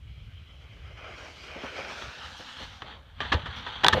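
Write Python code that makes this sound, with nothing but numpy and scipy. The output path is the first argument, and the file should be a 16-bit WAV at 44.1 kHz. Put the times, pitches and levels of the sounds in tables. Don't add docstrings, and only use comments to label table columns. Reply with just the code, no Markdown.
import sys
import numpy as np
from scipy import signal
from scipy.fft import rfft, irfft
from scipy.io import wavfile
from scipy.ndimage import uniform_filter1d

SR = 44100
rng = np.random.default_rng(int(sys.argv[2]) if len(sys.argv) > 2 else 0)


def dump_mix(stems):
    frames = np.atleast_2d(stems).T
    limited = np.clip(frames, -1, 1)
    pcm = np.round(limited * 32767).astype(np.int16)
    wavfile.write(sys.argv[1], SR, pcm)


N = 176400
T = np.arange(N) / SR
ON_BOX_S = 3.2

# t/s, level/dB
WIND_LEVEL = [(0, -43), (.22, -42), (.68, -49), (.85, -42.5), (1.05, -50), (2.03, -55), (2.08, -38.5),
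              (2.13, -66), (2.26, -48.5), (2.53, -65), (2.65, -44.5), (2.8, -53), (3.17, -48.5),
              (3.28, -38.5), (3.45, -36.5), (3.57, -47.5), (3.82, -50), (3.95, -36.5)]
FAR_LEVEL = [(0, -66.5), (.12, -59.5), (1.0, -58.5), (1.6, -50), (1.9, -76)]
GLIDE_LEVEL = [(.7, -91), (2.03, -44), (2.5, -45), (2.62, -43), (2.78, -52), (2.88, -43.5), (2.97, -50.5),
               (3.02, -57.5), (3.145, -61), (3.165, -57.5), (3.23, -39.5), (3.39, -43), (3.435, -48.5),
               (3.58, -37.5), (3.645, -42.5), (3.69, -38), (3.82, -40), (4, -33.5)]
CARVE_LEVEL = [(0, -70.5), (.76, -61.5), (.88, -53.5), (.96, -54.5), (.985, -44), (1.27, -46.5),
               (1.34, -53), (1.47, -50), (1.55, -39.5), (1.66, -40.5), (1.71, -42.5), (1.79, -36),
               (1.86, -40), (2.02, -42), (2.14, -49.5), (2.5, -83.5), (2.9, -70)]
SPRAY_LEVEL = [(0, -80), (.75, -70.5), (1.05, -69.5), (1.2, -57), (1.55, -56.5), (2.02, -49), (2.2, -55),
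               (2.4, -52), (2.66, -54.5), (2.82, -63.5), (2.9, -82)]

# f/Hz, level/dB
AIR_SPECTRUM = [(400, -6.5), (3000, -9.5), (5500, -19.5), (11000, -27.5)]
WIND_SPECTRUM = [(20, -39), (36, -16), (62, 2.5), (90, -2.5), (130, -9.5), (200, -24.5), (700, -78)]
FAR_SPECTRUM = [(300, -7), (620, -21), (900, -21), (1800, -9.5), (2250, -8), (2550, -4.5), (3050, -0.5),
                (3900, -13), (7000, -44)]
GLIDE_SPECTRUM = [(100, -10.5), (250, -2), (380, -22), (500, -8.5), (620, -14), (830, -2.5), (1050, -3.5),
                  (1270, 1), (1750, -3), (2000, -8.5), (2400, -8), (3150, -2), (3700, -4), (4400, -13.5),
                  (5300, -32), (5800, -26), (9500, -48.5), (15000, -58)]
CARVE_SPECTRUM = [(80, -27), (170, -4.5), (300, -5.5), (620, 1), (780, 0.5), (1400, -1.5), (1950, -1.5),
                  (2550, -1), (3100, -5), (3900, -19.5), (5500, -17), (8000, -39), (15000, -55)]
SPRAY_SPECTRUM = [(1000, -14), (3300, -0.5), (4400, 1.5), (5600, -2), (6600, -6.5), (7800, -15.5),
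                  (9300, -19.5), (10500, -30.5), (13000, -25), (15000, -36)]
POWDER_SPECTRUM = [(2500, -10), (5800, 12), (7200, -9), (14000, -14)]
THUD_SPECTRUM = [(50, -57), (110, -2.5), (180, -0.5), (400, -2.5), (520, 3.5), (750, -5), (1200, -14),
                 (2500, -37), (8000, -51)]
SCUFF_SPECTRUM = [(60, -40), (200, -5), (500, -8.5), (900, -7.5), (1250, 3), (1480, -7.5), (1780, 5),
                  (2050, -7), (2450, -8.5), (3300, -1.5), (4100, -10), (5000, -19), (5900, -19.5),
                  (7000, -25.5), (10000, -39.5), (15000, -38)]

# t/s, lag/ms, share
SNOW_REFLECTION = [(1.1, 1.11, 0.4), (1.8, 1.12, 0.19), (2.15, 0.89, 0.3), (2.5, 0.823, 0.27),
                   (2.9, 0.76, 0.14)]
# t/s, level/dB
POWDER_PUFFS = [(2.36, -54.5), (2.62, -65), (3.55, -55.5)]
# t/s, level/dB, t60/s
WEIGHT_THUDS = [(1.556, -37.5, 0.1), (1.632, -33, 0.075), (1.78, -37, .16), (2.392, -43, 0.092),
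                (2.597, -43.5, 0.13), (2.821, -50, 0.91), (3.331, -31.5, 0.23), (3.845, -25.5, 0.11),
                (3.89, -35, .07), (3.939, -22, 0.13), (3.968, -21.5, 0.056)]
# t/s, level/dB
BOX_BOOMS = [(3.343, -15), (3.925, -22)]
# t/s, level/dB, rise/s, t60/s, cutoff/Hz, relative box ring/dB
BOARD_SCUFFS = [(2.009, -32.5, 0.014, 0.062, 1900, -16), (2.818, -36, 0.0038, 0.068, 3000, -7),
                (3.204, -24.5, 0.0016, 0.17, 2440, -4), (3.25, -31.5, 0.0039, 0.041, 1590, -11),
                (3.3174, -16, 0.0066, 0.11, 2700, -14), (3.455, -30, .005, 0.15, 1940, 5),
                (3.663, -30.5, 0.00303, 0.14, 2020, 6.5), (3.834, -17.5, .005, 0.047, 3800, -6),
                (3.863, -15.5, 0.0015, 0.028, 9000, 4), (3.925, -13, 0.0098, 0.038, 6850, -2)]
# t/s, level/dB, cutoff/Hz, relative box ring/dB, board pitch ratio
EDGE_CLACKS = [(2.82, -24.5, 4000, -3, 0.93), (3.204, -18, 2800, -22, 0.91),
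               (3.3214, -13.5, 3520, -15, 0.95), (3.3268, -11.5, 3600, -25, 0.94),
               (3.3426, -14, 3600, -1.5, 1.0), (3.8451, -2, 11000, 1, 0.894), (3.8664, -7, 4800, -19, 1.09),
               (3.8833, 2.5, 13000, -11, 1.026)]
# f/Hz, level/dB, t60/s
BOARD_MODES = [(870, -14.5, 0.013), (1187, -8.5, 0.017), (1680, -3, 0.007), (2740, -15, 0.011),
               (3170, -7.5, 0.012), (3520, -1, 0.0093), (4310, -9.5, 0.01), (5130, -13.5, 0.0057),
               (6100, -16, 0.0086), (8230, -23, .004), (13600, -26, 0.0037)]
BOX_MODES = [(408.6, -26, 0.19), (486, -18.5, 0.034), (769, -16, 0.065), (860, -20, 0.21),
             (957, -10, 0.054), (1527, -11, 0.046), (1700, -23, 0.045), (1960, -21, 0.054),
             (3447, -10, 0.029)]


def from_db(db):
    return 10 ** (np.asarray(db) / 20)


def rms_one(x):
    return x / np.sqrt(np.mean(x ** 2) + 1e-20)


def level(curve):
    return from_db(np.interp(T, *np.transpose(curve)))


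def coloured(x, spectrum):
    hz, db = np.transpose(spectrum)
    bins = np.maximum(np.fft.rfftfreq(N, 1 / SR), 1)
    gain = from_db(np.interp(np.log(bins), np.log(hz), db))
    return rms_one(irfft(rfft(x) * gain, N))


def noise(spectrum):
    return coloured(rng.standard_normal(N), spectrum)


def waver(rate_hz, spread_db):
    rolloff = 1 + (np.fft.rfftfreq(N, 1 / SR) / rate_hz) ** 2
    drift = irfft(rfft(rng.standard_normal(N)) / rolloff, N)
    return from_db(spread_db * rms_one(drift))


def grains(per_s=5000, spread_db=2):
    sizes = from_db(spread_db * np.minimum(rng.exponential(1, N), 5))
    return sizes * rng.choice([-1, 1], N) * (rng.random(N) < per_s / SR)


def evened(x, samples):
    return x / np.sqrt(np.abs(uniform_filter1d(x ** 2, samples)) + 1e-9)


def swell(start, rise, t60):
    age = T - start
    return np.clip(age / rise, 0, 1) * from_db(-60 * np.clip((age - rise) / t60, 0, 4))


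def dull(x, hz, order=1):
    return signal.sosfilt(signal.butter(order, hz, fs=SR, output="sos"), x + 1e-18)


def click(start):
    return 1. * (np.arange(N) == int(start * SR))


def ring(force, modes):
    out = np.zeros(N)
    for k, (hz, db, t60) in enumerate(modes):
        r, w = from_db(-60 / (t60 * SR)), 2 * np.pi * hz / SR
        mode = signal.lfilter([0, np.sin(w)], [1, -2 * r * np.cos(w), r * r], force + 1e-18)
        out += (-1) ** k * from_db(db) * mode
    return out


def wind(air_db=-68):
    rumble = evened(noise(WIND_SPECTRUM), samples=4000)
    buffets = rms_one(waver(rate_hz=24, spread_db=2))
    return level(WIND_LEVEL) * rumble * buffets + from_db(air_db) * noise(AIR_SPECTRUM)


def powder():
    puffs = sum(from_db(db) * swell(start, rise=.02, t60=.26) for start, db in POWDER_PUFFS)
    return puffs * coloured(grains(), POWDER_SPECTRUM)


def off_the_snow(direct):
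    times, lag_ms, share = np.transpose(SNOW_REFLECTION)
    lag = np.interp(T, times, lag_ms) / 1000
    return direct - np.interp(T, times, share) * np.interp(T - lag, T, direct)


def grip():
    return np.where(T > ON_BOX_S, rms_one(waver(rate_hz=56, spread_db=.5)), 1)


def riding():
    chatter = waver(rate_hz=7.5, spread_db=1.42)
    far = level(FAR_LEVEL) * noise(FAR_SPECTRUM)
    glide = level(GLIDE_LEVEL) * grip() * coloured(grains(), GLIDE_SPECTRUM)
    carve = level(CARVE_LEVEL) * coloured(grains(), CARVE_SPECTRUM)
    spray = level(SPRAY_LEVEL) * noise(SPRAY_SPECTRUM)
    return off_the_snow(far + chatter * (glide + carve)) + chatter * spray


def patchy(x, spread_db=2):
    _, _, bands = signal.stft(x, nperseg=512)
    flicker = uniform_filter1d(rng.standard_normal(bands.shape), size=3, axis=0)
    flicker = uniform_filter1d(flicker, size=9, axis=1)
    return signal.istft(bands * from_db(spread_db * rms_one(flicker)))[1][:N]


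def box_slide(ring_db=-13.5):
    ringing = rms_one(ring(grains(), BOX_MODES))
    return from_db(ring_db) * (T > ON_BOX_S) * level(GLIDE_LEVEL) * ringing


def thumps(boom_hz=82.5):
    weight = sum(from_db(db) * swell(start, rise=.0094, t60=t60) for start, db, t60 in WEIGHT_THUDS)
    out = weight * evened(noise(THUD_SPECTRUM), samples=700)
    for start, db in BOX_BOOMS:
        boom = np.sin(2 * np.pi * boom_hz * (T - start))
        out += from_db(db) * swell(start, rise=.0087, t60=.14) * boom
    return out


def scuffs():
    grit = evened(coloured(grains(), SCUFF_SPECTRUM), samples=300)
    out, box_force = np.zeros((2, N))
    for start, db, rise, t60, cutoff, ring_db in BOARD_SCUFFS:
        out += from_db(db) * dull(grit * swell(start, rise, t60), cutoff)
        box_force += from_db(db + ring_db) * click(start + rise)
    return out + ring(box_force, BOX_MODES)


def clacks(tail_db=-29):
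    out, box_force = np.zeros((2, N))
    tail = from_db(tail_db) * noise(SCUFF_SPECTRUM)
    for start, db, cutoff, ring_db, pitch in EDGE_CLACKS:
        blow = from_db(db) * dull(click(start), cutoff, order=2)
        out += ring(blow, [(pitch * hz, mode_db, t60) for hz, mode_db, t60 in BOARD_MODES])
        out += from_db(db) * dull(tail * swell(start, rise=.0017, t60=.1), cutoff)
        box_force += from_db(ring_db) * blow
    return out + ring(box_force, BOX_MODES)


def scene():
    scraping = patchy(riding() + powder())
    return (scraping + box_slide() + scuffs() + clacks() + thumps() + wind())[None]


def record(dry, cutoff_hz=15000):
    rounded = 0.81 * np.tanh(dry / 0.88)
    return signal.sosfilt(signal.ellip(10, .1, 80, cutoff_hz, fs=SR, output="sos"), rounded)


dry = scene()
out = record(dry)
dump_mix(out)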